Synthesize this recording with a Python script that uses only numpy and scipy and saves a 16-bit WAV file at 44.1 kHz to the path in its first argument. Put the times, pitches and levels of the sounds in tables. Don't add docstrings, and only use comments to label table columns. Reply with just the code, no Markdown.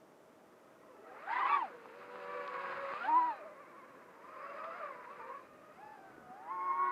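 import sys
import numpy as np
from scipy import signal
from scipy.fft import rfft, irfft, next_fast_len
from scipy.io import wavfile
from scipy.ndimage import uniform_filter1d, map_coordinates

SR = 44100
rng = np.random.default_rng(int(sys.argv[2]) if len(sys.argv) > 2 else 0)


def volts_from_db(level):
    exponent = np.asarray(level, float) / 20
    return 10 ** exponent


def generate_wav(sig):
    pcm = np.round(np.clip(np.atleast_2d(sig).T, -1, 1) * 32767).astype(np.int16)
    wavfile.write(sys.argv[1], SR, pcm)


N = 304995
TIME_S = np.arange(N) / SR
CRUISE_HZ = 600
SLOW_SHAFT_DB = -28
MIDDLE_M = 15

# [start_s, turbulence_0_to_1]
TURBULENCE = [(0, .6), (1, .35), (1.3, .3), (1.55, .3), (1.7, .15), (2, .1), (2.9, .16), (3.03, .22),
              (3.1, .08), (3.3, .1), (3.45, .15), (3.7, .1), (3.9, .17), (4.2, .32), (4.9, .24), (5.2, .16),
              (5.75, .2), (5.85, .1), (6.5, .11), (6.92, .13)]
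# [start_s, level_db]
STRENGTH = [(0, -70.5), (.98, -68.5), (1.25, -53), (1.33, -44.5), (1.54, -42), (1.63, -50.5), (1.77, -58.5),
            (2.69, -44.5), (3.1, -46), (3.51, -58.5), (4.18, -61.5), (4.49, -51), (4.8, -49.5),
            (4.9, -53.5), (5.32, -55), (5.51, -63.5), (6.34, -63), (6.9, -51)]
# [start_s, distance_m]
DISTANCE = [(0, 25), (1.4, 6.7), (2.2, 4), (3.05, 8.05), (3.33, 11), (3.5, 23), (4.7, 21), (5.25, 20),
            (5.8, 6.3), (6.4, 24.8), (6.92, 43)]

# [start_s, pitch_hz]
FAST_CRUISE = [(0, 620.6), (1, 649), (1.76, 501.6), (1.9, 499), (1.97, 572.5), (2.3, 572.8), (2.6, 551.5),
               (2.9, 551), (3.55, 588), (4.1, 543.3), (4.5, 650.3), (4.72, 649.7), (4.95, 505),
               (5.07, 488.2), (5.13, 587.7), (5.72, 622.4), (6.2, 720.4), (6.92, 760.7)]
# [start_s, spool_up_s, hold_s, spool_down_s,
# extra_hz]
FAST_PUNCHES = [(1.11, 0.32, .13, 0.18, 600), (1.385, .02, .01, .015, 60), (1.415, .015, .03, 0.03, -170),
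                (1.6, .04, .03, .05, -50), (2.94, .04, .08, .05, -35), (3.27, .03, .02, .04, 30),
                (3.43, .03, .01, .03, 80), (4.82, .03, .04, .08, 25), (5.96, .05, .03, .12, 20),
                (6.02, .1, .1, .12, 27), (6.86, .04, .2, .1, 15), (3.52, .05, .25, 0.081, -30),
                (6.43, .04, 0.0099, .03, -25), (6.49, .03, .01, .05, 30), (2.89, .28, 0.061, .22, 415),
                (3.35, 0.02003, 0.01978, 0.0298, 71), (4.72, 0.056, .01, 0.065, 99.5),
                (5.73, .11, .09, 0.087, 135), (5.74, 0.098, .16, 0.18, 72), (6.27, .3, 0.59, .2, 335)]
# [start_s, blade_db, overtones_db]
FAST_AIM = [(0, -27, -19), (1.05, 0.5, 1), (1.42, -17, -10), (1.53, -13, -8), (1.68, 5.5, -8),
            (2.1, -4.5, -26), (2.3, 0.5, 2.5), (2.88, -1, -6.5), (2.95, -1, -5), (3.05, -2.5, 5.5),
            (3.11, 0.5, -12), (3.33, 0, 0.5), (3.5, 1, -9), (3.75, -8.5, -9), (4.3, -10.5, -4.5),
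            (4.85, -2, -1), (5.9, -5, -3), (6.92, 0.5, -0.5)]
# [crest_s, beat_hz, depth_db, lasts_s,
# pitch_swing_hz]
BEATS_AND_HUNTING = [
    (1.534, 8.2, 4, 0.14, 13.5),
    (3.178, 10.6, 0.5, .14, 27.5),
    (4.502, 5.5, -0.5, .16, 29.5),
    (6.71, 8.8, 4, 0.23, -2.5),
                     (3.7, 11.5, 1.5, .25, 42),
]
# [middle_s, blade_db, overtones_db, lasts_s]
FAST_SWELLS = [(1.34, 0, 5, .04), (1.428, 0, -9, .012), (2.965, 0, 5, .02), (6.16, -10, 0, .07),
               (1.445, -8, 0, .005), (3.47, 5, 0, .03), (3.61, 0, 5, .04), (3.79, 0, 4, .04),
               (4.74, -6, 0, .04), (6.38, 0, 9, .05), (2.5, -9, 0.5, 0.027), (2.59, -4, 3.5, .03),
               (2.74, -9, -2, 0.024), (2.83, 4.5, -3, 0.06), (2.4, 2.5, -0.5, .06), (4.841, 0, 4.5, .025),
               (5.123, 0.5, 5, .025), (5.175, -3, -10, .02), (6.519, 4, 2, .02), (6.359, -3, 0, .015),
               (1.406, 5.5, -0.5, 0.014), (3.698, -1, 7, 0.14), (4.755, 4, 1.5, 0.045),
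               (6.46, -4, -4, 0.026), (1.69, -8.5, -4, 0.036), (2.952, 3, 5.5, 0.023), (3.101, 0, -8, .02),
               (3.346, -0.5, -5, .02), (5.24, -2, 7.5, 0.044), (6.91, -7, -5, .015), (1.271, 8, 1, .008),
               (1.305, 6, 2, .015), (1.437, 9.5, -4, 0.011), (1.461, 9.5, 0.5, 0.0096),
               (3.411, 2.5, -7, .05), (4.798, -4.5, -0.5, 0.045), (6.576, -2.5, -10, 0.028),
               (6.809, 0.5, -5.5, 0.021), (1.285, -31, -7.5, 0.094), (2.987, -16.5, 1.5, 0.048),
               (3.189, 5, 0, 0.064), (3.36, -12, -5, 0.033), (4.874, 5, 3.5, 0.077),
               (5.042, -0.5, -2.5, 0.054), (5.351, -21, -5.5, 0.14), (6.31, 7.5, -15, 0.034),
               (6.428, -6, -18, 0.063)]
# [middle_s, third_db, fourth_db, shaft_db, lasts_s]
FAST_BALANCE = [(1.47, 0, -0.5, -6, 0.048), (2.15, 0.5, 0.5, 7, 0.23), (2.5, -9, 0.5, 1, 0.051),
                (2.63, 4, -1, 1, .07), (2.85, -2, 3, -9, .07), (3, -12, -1, -1, .09), (3.2, -7.5, 3, 0, .1),
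                (3.04, -2, 5, 0, .05), (3.72, 0, 3, 0, .2), (4.5, 0, 5, 0, .15), (4.76, 0, -12, 0, .05),
                (4.7, 1, 1, -5, .15), (6.1, -6, -3, 1, .2), (6.75, 0, 0, -5.5, .04)]

# [start_s, pitch_hz]
SLOW_CRUISE = [(0, 479), (.9, 523.6), (1, 407), (1.2, 558.1), (1.78, 471), (1.9, 437.3), (1.96, 490),
               (2.9, 498.5), (3.5, 548), (4.2, 479.1), (4.6, 595.5), (4.85, 447), (5.05, 486.4), (5.3, 490),
               (5.4, 518), (5.72, 603.6), (6.1, 687), (6.92, 788.6)]
# [start_s, spool_up_s, hold_s, spool_down_s,
# extra_hz]
SLOW_PUNCHES = [(6.52, .03, .1, .08, -15), (6.75, .08, .3, .1, 20), (1.47, .04, .07, 0.0499, -60),
                (4.18, .01, .02, .06, -20), (5.13, .04, .01, .03, 25), (1.17, .22, .19, .14, 485),
                (2.97, 0.18, .08, .16, 260), (5.17, 0.054, 0.01, 0.0506, -45.5), (5.72, .11, .07, .17, 195),
                (6.36, 0.21, 0.61, .2, 163.5)]
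# [start_s, blade_db, overtones_db]
SLOW_AIM = [(0, -17, -22), (.8, -3, -5), (.97, 21, 5), (1.15, 2, -9.5), (1.3, -5, 0), (1.6, -10, -7.5),
            (1.75, 8.5, -10.5), (2.3, 4, -7), (2.75, -4, -4.5), (3.05, -8, -27), (3.25, -9.5, -5),
            (3.5, -5, -15), (4.45, -2, -1), (4.85, -8.5, -20.5), (5.33, 2, 4), (5.48, -8.5, -11.5),
            (6.62, -0.5, -14.5), (6.92, -5.5, -2)]
# [middle_s, blade_db, overtones_db, shaft_db, lasts_s]
SLOW_SWELLS = [(1.21, -3, -8, 0, .03), (1.41, -10, -8, 0.5, .02), (1.432, 4, -5, 0, .008),
               (1.445, -8, -5, 0, .005), (1.457, 4, 0, -0.5, .008), (1.68, -5, 0, 0, .03),
               (1.49, -8, -3, 0, 0.018), (2.24, 2.5, 1, 0, 0.043), (2.37, 6, -1, 0, 0.061),
               (2.47, -10, 0, 0, .02), (2.55, 1.5, 2.5, 0, .05), (2.63, -8, -1, 0, .03),
               (2.87, -4, -4, 0, 0.051), (3.7, -3, -10, 0, .15), (4.25, 0, 5.5, 0, 0.039),
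               (4.43, 3, -1, 0, 0.027), (4.99, -1, -4, 0, .03), (5.07, 0, 8, 0, .02),
               (5.13, -2, -8, 0, .03), (5.2, 5, 6, 0, .02), (6.5, 0, 7, 0, .07), (6.65, 0, 0, 6.5, .12)]
# [start_s, spool_up_s, hold_s, spool_down_s, extra_hz]
LAGGING_PUNCH = [
    (1.12, .38, .06, 0.11, 344.4),
]

# [start_s, pitch_hz, blade_db, overtones_db]
CORRECTIONS = [
    [(1.01, 360.2, 10, -4), (1.12, 399.5, 9, 7), (1.17, 440, 4, 0), (1.21, 456, 3, -4)],
    [(1.24, 700, -19, -9), (1.33, 820.7, -22, -3), (1.43, 1000, -15.5, -2), (1.5, 1290, -25, -3),
     (1.56, 1130, -21, -10), (1.64, 800, -14, -12)],
    [(3.08, 600, -12, -2), (3.2, 650.2, -26, -16), (3.32, 622.7, -9, -4.5), (3.42, 603, -4, -6),
     (3.48, 515, -4, -6), (3.6, 495.2, -8, -10), (3.75, 518, -15, -17), (4.1, 497.5, -4, -17)],
    [(4.28, 554.9, 3, 3), (4.5, 563.2, -5.5, -7), (4.6, 572.3, -11, 1.5), (4.66, 601.8, -11, 1),
     (4.76, 637, -17, -5), (4.84, 597, -3, 0), (4.9, 572.6, -3, -0.5), (5, 590.7, -11.5, -12),
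     (5.08, 597.6, -11, -10)],
    [(5.17, 490, 4, -2), (5.24, 505, 0, 2), (5.3, 535, 3, 6), (5.38, 570, -8, 7), (5.43, 570, -4, -10)],
    [(6.11, 615, -15, -4), (6.31, 625, -12, 0), (6.37, 590, -12, -12), (6.47, 640, -6, -8),
     (6.53, 695, -14, -6), (6.75, 708.5, -10.5, -9), (6.86, 722, -20, 4.5), (6.96, 733, -17, -3)],
]
# [third_db, fourth_db]
CORRECTING_UPPER = [(4, -6), (-2, -4), (0, 9), (4, -3), (10, -6), (-6, -14)]

# [shaft_multiple, level_db relative to the shaft tone]
UNEQUAL_BLADES = [(2, -3), (4, -5.5), (5, -14)]
# [pitch_hz, level_db]
HOUSING = [(190, -9.5), (330, 0.5), (600, -1.5), (680, -7), (735, 0.5), (1300, 4), (1450, 1.5),
           (1900, -6.5), (2550, -1), (3000, -9.5), (4100, -8), (4400, -19.5), (5050, -10), (5800, -42.5)]
# [start_s, pitch_hz, level_db]
WHINE = [(3.09, 3500, -95), (3.14, 3800, -80), (3.22, 4150, -76), (3.3, 4100, -77), (3.38, 3960, -75),
         (3.42, 3900, -100)]

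# [pitch_hz, level_db per Hz]
CHOP = [(88, -47.5), (150, -32.5), (436, -10.5), (478, -8.5), (553, -8), (810, -6), (1130, 2.5),
        (1270, 1.5), (2240, -9), (3500, -43), (4550, -74), (7700, -120)]
# [pitch_hz, level_db per Hz]
EDGE = [(1900, -22), (2500, -0.5), (2750, -4.5), (2950, -10), (3500, -14.5), (3800, -13), (4150, -13.5),
        (4500, -17.5), (5020, -17.5), (5250, -29.5), (5700, -35), (7000, -30.5), (9500, -40), (12000, -65)]
# [start_s, peak_db, pitch_hz, crack_db]
SNAPS = [(1.856, -38, 940, -45), (2.156, -35, 1170, -39), (2.477, -39, 1117, -14),
         (2.697, -37.5, 1649, -42), (2.9358, -26.5, 1165, -45.5), (4.642, -34, 1280, -31)]
# [start_s, peak_db, pitch_hz]
KNOCKS = [(6.1, -50, 301), (6.179, -47.5, 321.5), (6.3, -48.5, 256)]
# [pitch_hz, level_db per Hz]
HOUSING_RING = [(4400, -60), (4720, -4), (4850, -13.5), (5030, -1.5), (5250, -60)]
# [middle_s, level_db, lasts_s]
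RINGS = [(4.58, -81, 0.35), (5.899, -86, .2), (6.7, -88.5, .3)]
# [middle_s, rise_db, lasts_s]
GUSTS = [(2.75, 16, 0.13), (5.75, 12, .45), (6.2, 16.6, 0.15)]
# [pitch_hz, level_db per Hz]
THUMP = [(15, -54), (40, -9.5), (80, -3.5), (150, 4), (250, -4.5), (450, -42)]
# [pitch_hz, level_db per Hz]
AIR = [(15, -68), (25, -41.5), (134, -13.5), (222, -5.5), (331, -2.5), (569, -4), (642, -2), (724, -7.5),
       (3000, -31), (3900, -60), (6600, -120)]
# [pitch_hz, level_db per Hz]
PREAMP = [(1760, -25.5), (3000, 0), (4180, -5), (5620, -3), (10100, -7.5), (14600, -9), (15600, -11)]
# pitch_hz, width_hz, depth_0_to_1
CAVITY = (707.4, 39, 0.85)


def unit(x):
    return x / np.sqrt(np.mean(x ** 2) + 1e-20)


def curves(rows):
    s, *columns = np.transpose(rows)
    return [np.interp(TIME_S, s, column) for column in columns]


def wobble(rate):
    points = rng.standard_normal(int(N * rate / SR) + 4)
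    return unit(map_coordinates(points, [np.arange(N) * rate / SR]))


def filtered(x, response):
    m = next_fast_len(N + 8192)
    return irfft(rfft(x, m) * response(np.fft.rfftfreq(m, 1 / SR)), m)[..., :N]


def coloured(x, spectrum):
    f, db = np.transpose(spectrum)
    return unit(filtered(x, lambda hz: volts_from_db(np.interp(np.log(hz + 1), np.log(f + 1), db))))


def noise(spectrum):
    return coloured(rng.standard_normal(N), spectrum)


def bell(s, lasts):
    return np.exp(-((TIME_S - s) / lasts) ** 2)


def swells(rows):
    return sum(np.outer(db, bell(s, lasts)) for s, *db, lasts in rows)


def ease(s, length):
    return np.sin(np.pi / 2 * np.clip((TIME_S - s) / length, 0, 1)) ** 2


def spooled(punches):
    return sum(hz * (ease(s, up) - ease(s + up + hold, down)) for s, up, hold, down, hz in punches)


def rotor(hz, levels, turbulence):
    hunting = 0.06 * wobble(20) + 0.03 * wobble(120)
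    shaft_hz = uniform_filter1d(hz, size=900) / 3 * (1 + turbulence * hunting)
    turn = 2 * np.pi * np.cumsum(shaft_hz) / SR
    sound = np.zeros(N)
    for k, db in levels:
        shaken = np.minimum(0.85 * turbulence * (k / 3) ** 0.7, 0.85)
        load = ((1 - shaken) + shaken * wobble(90)) / np.hypot(1 - shaken, shaken)
        strength = np.sqrt(2) * volts_from_db(db + 1.29 * wobble(15)) * load
        sound += strength * np.sin(k * turn + rng.uniform(0, 7.03))
    return sound, 3 * turn


def twins(hz, blade_db, second_db, third_db, shaft_db, turbulence, fourth_db=0):
    passed = lambda k: np.interp(k * hz / 3, *np.transpose(HOUSING))
    levels = [(1, shaft_db), (3, blade_db), (6, second_db), (9, third_db)]
    levels += [(k, shaft_db - passed(1) + passed(k) + db) for k, db in UNEQUAL_BLADES]
    fourth_db = fourth_db - 12.5 - 12 * np.log2(hz / CRUISE_HZ)
    levels.append((12, second_db + passed(12) + fourth_db))
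    levels.append((14, second_db + passed(14) - 22.5))
    first, passes = rotor(hz, levels, turbulence)
    second, _ = rotor(hz * (1 + 0.16 * turbulence * wobble(7)), levels[1:4], turbulence)
    share = 1.7 * turbulence
    return (first + share * second) / np.hypot(1, share), passes


def tones(hz, blade_db, overtone_db, shaft_db, third_db=0):
    strength_db, = curves(STRENGTH)
    distance_m, = curves(DISTANCE)
    octaves = np.log2(hz / CRUISE_HZ)
    blade = strength_db + blade_db + 22.5 * octaves
    second = strength_db + overtone_db
    third = strength_db + np.minimum(overtone_db, -5) - 13 - 6.5 * octaves
    third = third + third_db - 0.46 * (distance_m - MIDDLE_M)
    return hz, blade, second, third, blade + shaft_db


def fastest(turbulence):
    aimed_db, overtone_db = curves(FAST_AIM)
    blade_db = aimed_db
    hz = curves(FAST_CRUISE)[0] + spooled(FAST_PUNCHES)
    for s, beat_hz, db, lasts, swing_hz in BEATS_AND_HUNTING:
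        beat = bell(s, lasts) * np.cos(2 * np.pi * beat_hz * (TIME_S - s))
        hz = hz + swing_hz * beat
        blade_db = blade_db + db * beat
        overtone_db = overtone_db + db * beat
    swell_blade_db, swell_overtone_db = swells(FAST_SWELLS)
    blade_db, overtone_db = blade_db + swell_blade_db, overtone_db + swell_overtone_db
    third_db, fourth_db, shaft_db = swells(FAST_BALANCE)
    shaft_db = shaft_db - 19.5 + 0.7 * (aimed_db - blade_db)
    return twins(*tones(hz, blade_db, overtone_db, shaft_db, 5 + third_db), turbulence, fourth_db)


def slower(turbulence):
    blade_db, overtone_db = curves(SLOW_AIM)
    swell_blade_db, swell_overtone_db, swell_shaft_db = swells(SLOW_SWELLS)
    hz = curves(SLOW_CRUISE)[0] + spooled(SLOW_PUNCHES)
    levels = tones(hz, blade_db + swell_blade_db, overtone_db + swell_overtone_db,
                   SLOW_SHAFT_DB + swell_shaft_db, third_db=-2)
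    return twins(*levels, turbulence)


def lagging(turbulence):
    extra_hz = spooled(LAGGING_PUNCH)
    levels = tones(490 + extra_hz, -11.5, -7.5, SLOW_SHAFT_DB)
    return twins(*levels, turbulence)[0] * np.sqrt(np.abs(extra_hz) / extra_hz.max())


def correcting(turbulence):
    fade_s = 0.029
    fades = []
    for rows in CORRECTIONS:
        inside_s = np.minimum(TIME_S - rows[0][0], rows[-1][0] - TIME_S)
        fades.append(np.clip(inside_s / fade_s, 0, 1))
    fades = np.array(fades)
    third_db, fourth_db = np.transpose(CORRECTING_UPPER) @ (fades > 0)
    levels = tones(*curves(np.concatenate(CORRECTIONS)), SLOW_SHAFT_DB, third_db)
    return fades.sum(axis=0) * twins(*levels, turbulence + 0.04, fourth_db)[0]


def whine():
    hz, level_db = curves(WHINE)
    return rotor(hz, [(3, level_db)], 0.2)[0]


def blade_noise(passes):
    strength_db, = curves(STRENGTH)
    distance_m, = curves(DISTANCE)
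    edge_db = -66.9 + 1.01 * (strength_db + 50) - 0.29 * (distance_m - MIDDLE_M)
    gate = 1 + 0.33 * sum(np.sin(p) for p in passes)
    gusty = lambda: gate * volts_from_db(1.3 * wobble(40) + 0.8 * wobble(200)) * rng.standard_normal(N)
    return volts_from_db(strength_db - 1.5) * coloured(gusty(), CHOP) + volts_from_db(edge_db) * coloured(gusty(), EDGE)


def swing(events, t60):
    out, t = np.zeros(N + SR), np.arange(3000) / SR
    for s, db, hz, *crack_db in events:
        body = np.sin(2 * np.pi * hz * t) * (1 - np.exp(-t * hz * 7.1))
        jolt = volts_from_db(-60 * t / t60) * body
        for level_db in crack_db:
            bright_noise = np.diff(rng.standard_normal(len(t) + 1))
            jolt = jolt + volts_from_db(level_db + 19.5 - 60 * t / 0.0071) * bright_noise
        out[round((s + 0.0012) * SR):][:len(t)] += volts_from_db(db + 5) * jolt
    return filtered(out[:N], lambda f: 1 / (1 + (f / 4600) ** 8))


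def ringing():
    swell = sum(volts_from_db(db) * bell(s, lasts) for s, db, lasts in RINGS)
    return swell * noise(HOUSING_RING)


def wind():
    level_db = -87 + sum(db * bell(s, lasts) for s, db, lasts in GUSTS)
    return volts_from_db(level_db) * coloured(volts_from_db(3.0 * wobble(25)) * rng.standard_normal(N), THUMP)


def steady_air():
    return volts_from_db(-61.5) * noise(AIR)


def preamp_hiss():
    return volts_from_db(-78) * noise(PREAMP)


def scene():
    turbulence, = curves(TURBULENCE)
    fast, fast_pass = fastest(turbulence)
    slow, slow_pass = slower(turbulence)
    sound = fast + slow + lagging(turbulence) + correcting(turbulence)
    sound += blade_noise([fast_pass, slow_pass])
    sound += swing(SNAPS, t60=0.0044) + swing(KNOCKS, t60=0.03)
    thin = filtered(sound, lambda f: (1j * f / (120 + 1j * f)) ** 2)
    return (thin + whine() + ringing() + wind() + steady_air() + preamp_hiss())[None]


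def low_pass(x):
    return signal.sosfilt(signal.butter(12, 15150, fs=SR, output="sos"), x)


def record(dry):
    hz, width, depth = CAVITY
    cavity = lambda f: 1 - depth * 1j * f * width / (hz * hz - f * f + 1j * f * width)
    return low_pass(filtered(dry, cavity))


dry = scene()
out = record(dry)
generate_wav(out)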